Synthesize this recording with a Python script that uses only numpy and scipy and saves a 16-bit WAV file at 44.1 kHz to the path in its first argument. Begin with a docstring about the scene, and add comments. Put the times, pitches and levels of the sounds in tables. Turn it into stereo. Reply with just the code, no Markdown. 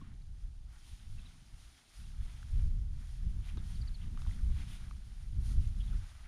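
"""An open field of tall dry grass, where someone walks slowly in a light wind.
Legs push the stems aside and seed heads brush past with a fine crackle: friction and countless small
impacts excite the stems' resonances. Stalks crack underfoot, tick together and scrape along a leg,
with a few dull knocks, and small birds chirp in gliding whistles. The turbulent pressure of gusts
rumbles on the two microphone ports, of which the left one is muffled."""
import sys
import numpy as np
from scipy import signal
from scipy.fft import rfft, irfft, next_fast_len
from scipy.io import wavfile
from scipy.ndimage import uniform_filter1d

SR = 44100
rng = np.random.default_rng(int(sys.argv[2]) if len(sys.argv) > 2 else 0)


def persist_wave(psi):
    """Save psi, clipped to +-1, as 16-bit WAV."""
    counts = np.round(np.clip(psi, -1, 1) * 32767).astype(np.int16)
    wavfile.write(sys.argv[1], SR, np.atleast_2d(counts).T)


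N = 276595
TIME = np.arange(N) / SR
FFT_SIZE = next_fast_len(N + 4096)
BIN_HZ = np.maximum(np.arange(FFT_SIZE // 2 + 1) * SR / FFT_SIZE, 1)


def from_db(db):
    """Amplitude grows tenfold for every 20 dB."""
    return 10 ** (np.asarray(db) / 20)


def rms_one(x):
    """Normalisation to unit power."""
    return x / np.sqrt(np.mean(x ** 2) + 1e-20)


def in_time(rows):
    """Linear interpolation of each column at every sample."""
    times_s, *columns = np.transpose(rows)
    return [np.interp(TIME, times_s, column) for column in columns]


def over_hz(points):
    """Interpolation at every bin, on a logarithmic frequency axis."""
    hz, value = np.transpose(points)
    return np.interp(np.log(BIN_HZ), np.log(hz), value)


def colour(x, spectrum):
    """Spectral shaping to unit power, falling 12 dB per octave beyond the spectrum's ends."""
    skirts = np.minimum(1, BIN_HZ / spectrum[0][0]) ** 2 * np.minimum(1, spectrum[-1][0] / BIN_HZ) ** 2
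    shaped = rfft(x, FFT_SIZE) * from_db(over_hz(spectrum)) * skirts
    return rms_one(irfft(shaped, FFT_SIZE)[..., :N])


def drift(rate_hz, hop=40, settle=2000):
    """Random modulation: low-passed noise of unit spread."""
    pole = np.exp(-2 * np.pi * rate_hz * hop / SR)
    noise = rng.standard_normal(N // hop + settle + 2)
    slow = signal.lfilter([1], [1, -2 * pole, pole * pole], noise)[settle:]
    return np.interp(np.arange(N) / hop, np.arange(len(slow)), rms_one(slow))


def resonate(x, hz, width_hz):
    """A damped resonator with unit gain at its peak."""
    r = np.exp(-np.pi * width_hz / SR)
    feedback = [1, -2 * r * np.cos(2 * np.pi * hz / SR), r * r]
    return signal.lfilter(np.array([1, 0, -1]) * (1 - r * r) / 2, feedback, x)


def add(track, start_s, sound):
    """Superposition of a short sound on a track."""
    at = max(round(start_s * SR), 0)
    track[at:at + len(sound)] += sound[:N - at]


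def swells(rows, fall_over_rise=1):
    """Gaussian envelopes summed in power, one track for each level column."""
    power = 0
    for peak_s, rise_s, *levels_db in rows:
        offset = (TIME - peak_s) / np.where(TIME < peak_s, rise_s, rise_s * fall_over_rise)
        bell = np.exp(-np.minimum(offset ** 2, 60))
        power = power + np.outer(from_db(levels_db) ** 2, bell)
    return power


def together_db(steady_db, swell_power):
    """Incoherent sounds add in power."""
    return 10 * np.log10(from_db(steady_db) ** 2 + swell_power)


# Response of the left port relative to the right: frequency_hz, gain_db
LEFT_RESPONSE = [(300, -1), (700, -3.3), (1300, -4.5), (1800, -4.5), (2400, -.5), (3300, 0.1), (4100, -5),
                 (5000, -13), (7000, -17), (8000, -12), (9300, -20), (14000, -18)]
# Phase of the left port relative to the right: frequency_hz, lead_rad
LEFT_LEAD = [(150, 7), (350, -3), (600, -2.5), (900, -2.5), (1300, -4.5), (2200, -4.5), (4300, -5.5),
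             (6500, -6)]
# Likeness of diffuse sound at the two ports: frequency_hz, coherence_ratio
PORT_COHERENCE = [(300, 0.43), (800, 0.9), (1300, 0.6), (1600, 0.61), (2400, 0.45), (4200, 0.9),
                  (5200, 0.063), (8000, .08)]

def two_ports(right, unrelated=None):
    """Transfer function to the muffled left port; diffuse sound arrives there only partly coherent."""
    left = rfft(right, FFT_SIZE) * np.exp(1j * over_hz(LEFT_LEAD))
    if unrelated is not None:
        coherence = np.clip(over_hz(PORT_COHERENCE), 0, 1)
        left = coherence * left + np.sqrt(1 - coherence ** 2) * rfft(unrelated, FFT_SIZE)
    left = left * from_db(over_hz(LEFT_RESPONSE))
    return np.array([irfft(left, FFT_SIZE)[:N], right])


# Spectrum of the open field's hush: frequency_hz, relative_density_db
HUSH_SPECTRUM = [(150, 4.5), (350, 4.5), (540, -4), (750, 3.5), (840, 4), (950, -3.5), (1300, -12),
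                 (2000, -17.5), (3300, -18.5), (5000, -12.5), (10000, -22), (11500, -38), (15000, -56)]

def field_hush(level_db=-70.5):
    """A diffuse sound field: steady noise arrives from all around."""
    return from_db(level_db) * two_ports(*colour(rng.standard_normal((2, N)), HUSH_SPECTRUM))


def eddies(spectrum, unshared, smooth_s):
    """Turbulent pressure: an even part common to both ports, plus a part in antiphase."""
    shared, apart = colour(rng.standard_normal((2, N)), spectrum)
    window = int(smooth_s * SR)
    local_power = uniform_filter1d(uniform_filter1d(shared ** 2, window), window)
    return shared / np.sqrt(local_power + 1e-6) + unshared * apart * np.array([[1], [-1]])


# Underlying wind on the ports: time_s, rumble_db, buffet_db
BREEZE = [(0.0, -48.5, -52.5), (0.58, -46.5, -67), (0.94, -55.5, -67), (1.42, -56, -62),
          (1.67, -53.5, -69.5), (1.82, -76.5, -80), (1.95, -59, -89), (2.0, -43.5, -55.5), (2.49, -44, -60),
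          (2.62, -30.0, -44), (3.0, -38.5, -53), (3.06, -41.5, -72), (3.18, -40.0, -56),
          (4.62, -40.5, -48.5), (5.18, -43.5, -63.5), (5.52, -31.5, -44), (6.1, -51.5, -76),
          (6.27, -45, -63)]
# Gusts that swell and die on top of it: peak_s, rise_s, rumble_db, buffet_db
GUST_SWELLS = [(0.181, 0.014, -48, -72.5), (0.329, 0.017, -43, -78.0), (0.459, 0.031, -39, -88),
               (0.932, 0.017, -41.5, -62), (1.155, 0.072, -40.5, -57.5), (1.537, 0.013, -45, -59.0),
               (2.232, 0.035, -36.5, -58), (2.562, 0.036, -27, -64), (3.269, 0.041, -34.5, -46),
               (3.387, 0.027, -33.5, -46.5), (3.586, 0.054, -38.5, -51), (3.796, 0.055, -34.0, -51.5),
               (3.917, 0.018, -34, -67), (4.063, 0.022, -38, -72), (4.203, 0.045, -36, -68),
               (4.288, 0.017, -29.5, -52), (4.48, 0.06, -28, -64), (5.402, 0.03, -31.5, -48.5),
               (5.59, 0.029, -23.5, -40.5), (5.691, 0.016, -31.5, -63), (5.789, 0.029, -33, -51),
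               (5.922, 0.076, -32, -48.5)]
# Spectrum of large eddies: frequency_hz, relative_density_db
RUMBLE_SPECTRUM = [(12, -4.5), (22, -1), (32, 1), (50, -1), (75, -8), (105, -13.5), (150, -25.5),
                   (260, -54)]
# Spectrum of small eddies: frequency_hz, relative_density_db
BUFFET_SPECTRUM = [(60, -7), (110, 2), (145, -0.5), (200, -5.5), (280, -17.5), (400, -29), (600, -43),
                   (1200, -40)]

def wind():
    """Turbulence on the ports: large eddies rumble and small ones buffet, each at its own level."""
    rumble_db, buffet_db = together_db(in_time(BREEZE), swells(GUST_SWELLS))
    rumble_gain = from_db(rumble_db - 0.12 + 1.5 * drift(17.4))
    rumble = eddies(RUMBLE_SPECTRUM, unshared=0.49, smooth_s=0.042)
    buffet_gain = from_db(buffet_db - 1.6 + 2.1 * drift(19))
    buffet = eddies(BUFFET_SPECTRUM, unshared=0.83, smooth_s=0.043)
    return rumble_gain * rumble + buffet_gain * buffet


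def contacts(per_s, spread_db, low_hz, high_hz, q, stems=12):
    """Shot noise: each random touch rings one stem briefly; two independent tracks."""
    out = np.zeros((2, N))
    for track in out:
        at = np.flatnonzero(rng.random(N) < per_s / SR)
        size_draw, sign_draw, stem_draw = rng.random((N // 2, 3))[:len(at)].T
        size_db = spread_db * np.minimum(-np.log(1 - size_draw), 4.5)  # capped exponential law
        impulses = from_db(size_db) * np.sign(sign_draw - 0.5)
        stem = (stem_draw * stems).astype(int)
        for k, hz in enumerate(np.geomspace(low_hz, high_hz, stems)):
            clicks = np.bincount(at[stem == k], impulses[stem == k], N)
            track += resonate(clicks + 1e-18 * TIME, hz, hz / q)  # the tiny ramp prevents underflow
    return rms_one(out / np.sqrt(per_s))


def rustle(level_db, touches, spectrum, friction, clump_db, clump_hz):
    """Stick-slip: contacts and sliding friction bunch up as tufts catch and come free."""
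    rub = colour(touches + friction * rng.standard_normal((2, N)), spectrum)
    gain = from_db(level_db + clump_db * drift(clump_hz))
    return two_ports(*(rub * gain))


def split_push(push_db, thin_over_thick_db):
    """Conservation of power: thick and thin stems share one push."""
    thick_db = push_db - 10 * np.log10(1 + from_db(thin_over_thick_db) ** 2)
    return thick_db, thick_db + thin_over_thick_db


# Stems trailing along the legs between sweeps: time_s, level_db
TRAILING_STEMS = [(0.0, -77.5), (0.66, -77.5), (0.74, -72), (2.6, -71.5), (2.86, -74.5), (3.3, -72),
                  (4.6, -70.5), (5.34, -72.5), (5.8, -69.5), (6.27, -71.5)]
# A leg sweeping through a tuft: peak_s, rise_s, push_db, thin_over_thick_db, brush_db
LEG_SWEEPS = [(0.045, .065, -71, -3.5, -81), (0.425, 0.049, -78, 2, -78.5), (0.75, .035, -71, -12, -75),
              (0.888, 0.052, -67, 9.5, -67), (1.011, .04, -71.5, 5, -74), (1.122, 0.031, -80, 0, -70.5),
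              (1.26, 0.076, -68.5, 3.5, -75), (1.63, 0.061, -70.5, 3, -70), (1.761, 0.069, -73, 1, -73),
              (1.983, .05, -65.5, 4.5, -66), (2.087, .04, -73, 15, -71), (2.309, .1, -66.5, 2, -71.5),
              (2.549, 0.096, -69.5, 3, -70.5), (3.09, 0.095, -70, 0.5, -70.5),
              (3.484, 0.031, -61.5, 2.5, -66.5), (3.611, 0.043, -69, -2, -74), (3.713, .05, -65, 4, -65.5),
              (3.869, 0.075, -71, -5, -74.5), (4.028, .035, -66, 2.5, -74.5),
              (4.19, .045, -68.5, -9, -72.5), (4.313, 0.061, -66.5, 0, -67.5), (4.46, 0.059, -72, -7, -71),
              (4.6, 0.061, -61.5, 3, -67.5), (4.728, .04, -59, 9, -62), (4.829, 0.064, -66.5, -0.5, -71),
              (5.19, 0.078, -73, 2, -74), (5.484, 0.053, -66, 1, -62), (5.642, 0.039, -68.5, 2, -69.5),
              (5.889, 0.086, -66.5, 1, -71.5), (6.08, 0.093, -66.5, -2, -72),
              (6.248, 0.062, -67.5, -20, -85)]
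# Spectrum of thick stems: frequency_hz, relative_density_db
THICK_SPECTRUM = [(300, -3), (520, 2), (750, 4), (950, 4), (1300, 3.5), (1600, 2.5), (2000, 0.5),
                  (2600, -5.5), (4000, -23)]
# Spectrum of thin stems: frequency_hz, relative_density_db
THIN_SPECTRUM = [(1200, -9), (2000, -1), (2600, -3), (3200, -0.5), (3700, -2.5), (4300, -7.5),
                 (5500, -16.5), (10000, -52)]
# Spectrum of brushed seed heads: frequency_hz, relative_density_db
HEAD_SPECTRUM = [(1500, -13.5), (3000, -7.5), (4000, -3), (5000, 0), (7000, -2), (7950, -9.5), (9200, 0),
                 (10200, -4), (11500, -16), (13500, -14), (15000, -32)]

def walking():
    """Contact excitation: a harder push moves more stems; thick ones rustle low, thin ones hiss."""
    trail_db, = in_time(TRAILING_STEMS)
    trailing_db = [*split_push(trail_db, thin_over_thick_db=2.5), trail_db]
    sweeps = [(peak_s, rise_s, *split_push(push_db, balance_db), brush_db)
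              for peak_s, rise_s, push_db, balance_db, brush_db in LEG_SWEEPS]
    sweep_power = swells(sweeps, fall_over_rise=1.1)  # stems spring back more slowly than they bend
    thick_db, thin_db, brush_db = together_db(trailing_db, sweep_power)
    push = np.hypot(from_db(thick_db), from_db(thin_db))
    stems_per_s = 4000 * push / push.max() + 900
    heads_per_s = 9000 * from_db(brush_db - brush_db.max()) + 2500
    thick = contacts(stems_per_s, spread_db=2.5, low_hz=662, high_hz=2400, q=6.4)
    thin = contacts(stems_per_s, spread_db=1.0, low_hz=2000, high_hz=5120, q=6.6)
    heads = contacts(heads_per_s, spread_db=1.0, low_hz=3500, high_hz=13500, q=1.36)
    return (rustle(thick_db + 6.5, thick, THICK_SPECTRUM, friction=1.0, clump_db=1.07, clump_hz=13)
            + rustle(thin_db + 1.17, thin, THIN_SPECTRUM, friction=1.0, clump_db=1.12, clump_hz=31)
            + rustle(brush_db + 5.0, heads, HEAD_SPECTRUM, friction=1.8, clump_db=0.94, clump_hz=16)
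            + husks(brush_db))


# Spectrum of hard-brushed husks: frequency_hz, relative_density_db
SIZZLE_SPECTRUM = [(7500, -17), (9300, 1.5), (10500, 1), (11700, -5), (13500, -13.5), (15000, -22)]

def husks(brush_db, hardest_sizzle_db=-63, growth=1.55, snap_gain_db=-15.5):
    """A power law: the sizzle of husks grows faster than the brushing; now and then one snaps."""
    sizzle = two_ports(*colour(rng.standard_normal((2, N)), SIZZLE_SPECTRUM))
    sizzle_db = hardest_sizzle_db + growth * (brush_db - brush_db.max())
    clicks = contacts(per_s=10, spread_db=4.0, low_hz=3000, high_hz=11000, q=0.93, stems=4)
    snaps = two_ports(*colour(clicks, HEAD_SPECTRUM))
    return from_db(sizzle_db) * sizzle + from_db(brush_db + snap_gain_db) * snaps


# Stalks cracking underfoot, and dull knocks:
# start_s, relative_db, pitch_hz, t60_s, splinter_ratio, left_lead_rad
CRACKS_AND_KNOCKS = [(0.013, -54, 1095, 0.055, 0, 2.5), (0.018, -50, 255, 0.023, 0, -4.5),
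                     (0.067, -60, 1180, 0.017, 0.3, 3.5), (2.4289, -54, 1450, 0.006, 0.53, 0),
                     (3.5716, -47.5, 1080, 0.0016, 0.4, 4), (3.5748, -44, 1010, 0.0018, .1, 3.5),
                     (3.5747, -48, 304.6, 0.011, 0, 1), (3.5788, -51.5, 1250, 0.0037, 0.2, 2.9),
                     (3.5806, -57, 1480, 0.0021, 0, 4.5), (4.174, -49.5, 1230, 0.0083, 0.48, 4.8),
                     (4.219, -48, 1100, 0.0034, 0.58, 4), (4.251, -59, 1440, 0.013, .3, 0.5),
                     (4.2645, -51, 1020, 0.0049, .1, 4.5), (4.2718, -54, 970, 0.0033, 0.94, 1),
                     (4.294, -54, 1490, 0.0039, 0.5, 2.5), (4.311, -55, 2020, 0.014, 0.3, 1.5),
                     (4.9105, -47.5, 1183, 0.0076, 0.37, 1.7), (5.931, -58, 1354, .02, .5, 1)]

def cracks_and_knocks(splinter_s=0.0012, splinter_hz=2900, gain_db=8.0, left_db=-8):
    """Damped free vibration: each crack or knock rings briefly, most with a splintering burst."""
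    out, t = np.zeros((2, N)), TIME[:SR // 10]
    for start_s, level_db, pitch_hz, t60_s, splinter_ratio, lead_rad in CRACKS_AND_KNOCKS:
        envelope = (1 - np.exp(-t * pitch_hz)) ** 2 * np.exp(-np.log(1000) * t / t60_s)
        burst = rng.standard_normal(len(t)) * np.exp(-t / splinter_s)
        burst = resonate(resonate(burst, splinter_hz, width_hz=1640), splinter_hz, width_hz=4100)
        splinters = splinter_ratio * burst / np.abs(burst).max()
        for port, phase, port_db in zip(out, (lead_rad, 0), (left_db, 0)):
            ring = envelope / envelope.max() * np.sin(2 * np.pi * pitch_hz * t + phase)
            add(port, start_s, from_db(level_db + gain_db + port_db) * (ring + splinters))
    return out


# Bird chirps and hoarse squeaks: start_s, length_s, relative_db, top_hz, fall_hz, hoarseness_ratio
BIRD_CHIRPS = [(0.215, 0.01, -63, 4260, 358, .6), (1.178, 0.022, -55, 2630, 200, 0.43),
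               (1.191, 0.011, -57, 3900, 2, .6), (1.214, 0.015, -57, 3400, -3, 0.5),
               (1.251, 0.012, -61, 2672, 0, 0.3), (1.252, 0.024, -53.5, 3910, 470, 0.4),
               (3.574, 0.02, -53, 3850, 510, 0.9), (3.75, .018, -54, 4600, 898, 0.2),
               (3.811, 0.017, -47, 4800, 1400, 0.2), (3.871, 0.02, -47, 4670, 1499, 0.2),
               (3.939, 0.024, -49, 4430, 1100, 0.13), (5.796, 0.031, -50.5, 3277, 260, 1),
               (5.828, 0.023, -59, 3750, 0, .7), (5.871, 0.02, -57, 3480, 0, 0.74)]

def chirps(rise_share=0.12, top_at=0.34, waver=0.076, gain_db=-3.5):
    """Frequency modulation: each whistle arches up and most fall away; jitter makes it hoarse."""
    out, jitter = np.zeros(N), waver * drift(450)
    for start_s, length_s, level_db, top_hz, fall_hz, hoarseness in BIRD_CHIRPS:
        progress = np.linspace(0, 1, int(length_s * SR))
        rising = rise_share * top_hz * (1 - progress / top_at) ** 2
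        falling = fall_hz * ((progress - top_at) / (1 - top_at)) ** 2
        pitch_hz = top_hz - np.where(progress < top_at, rising, falling)
        pitch_hz *= 1 + hoarseness * jitter[int(start_s * SR):][:len(progress)]
        whistle = np.sin(2 * np.pi * np.cumsum(pitch_hz) / SR)
        add(out, start_s, from_db(level_db + gain_db) * np.sin(np.pi * progress) * whistle)
    return out


# Dry stems ticking close by: start_s, peak_db
STEM_TICKS = [(0.726, -56), (1.463, -53), (5.676, -44)]

def ticks(decay_s=0.0013, centre_hz=6500):
    """A brief impact has a broad spectrum: one stiff stem flicks against another."""
    out, t = np.zeros(N), TIME[:SR // 50]
    lowpass = signal.butter(2, 10000, fs=SR, output="sos")
    for start_s, peak_db in STEM_TICKS:
        flick = rng.standard_normal(len(t)) * np.exp(-t / decay_s)
        tick = signal.sosfilt(lowpass, resonate(flick, centre_hz, width_hz=6500))
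        add(out, start_s, from_db(peak_db) * tick / np.abs(tick).max())
    return out


# Single stalks dragged along a leg: start_s, length_s, relative_db, start_hz, end_hz
STALK_SCRAPES = [(3.42, 0.048, -63.5, 3200, 2400), (3.483, 0.024, -55, 2110, 3063),
                 (3.999, 0.058, -62.5, 2900, 3110), (4.318, .025, -64, 3190, 3500),
                 (4.591, 0.053, -58.5, 2000, 2307), (4.731, 0.043, -62, 2590, 2210),
                 (5.934, .05, -61, 1397, 2290), (6.235, 0.041, -62, 1904, 2282)]

def scrapes(width_hz=800, gain_db=-1.0):
    """Resonance depends on free length, so the broad peak of a dragged stalk glides."""
    out = np.zeros(N)
    lowpass = signal.butter(2, width_hz / 2, fs=SR, output="sos")
    for start_s, length_s, level_db, start_hz, end_hz in STALK_SCRAPES:
        progress = np.linspace(0, 1, int(length_s * SR))
        friction = signal.sosfilt(lowpass, rng.standard_normal((2, SR // 4)))[:, -len(progress):]
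        phase = 2 * np.pi * np.cumsum(start_hz + (end_hz - start_hz) * progress) / SR
        ring = rms_one(friction[0] * np.cos(phase) + friction[1] * np.sin(phase))
        add(out, start_s, from_db(level_db + gain_db) * np.sin(np.pi * progress) * ring)
    return out


def scene():
    """Superposition: steps, birds and wind add to the hush of the field."""
    return (field_hush() + walking() + cracks_and_knocks()
            + two_ports(ticks() + scrapes() + chirps()) + wind())


def record(dry, cutoff_hz=15100):
    """Band limiting: an elliptic low-pass cuts the top steeply."""
    return signal.sosfilt(signal.ellip(10, 0.1, 80, cutoff_hz, fs=SR, output="sos"), dry)


dry = scene()
out = record(dry)
persist_wave(out)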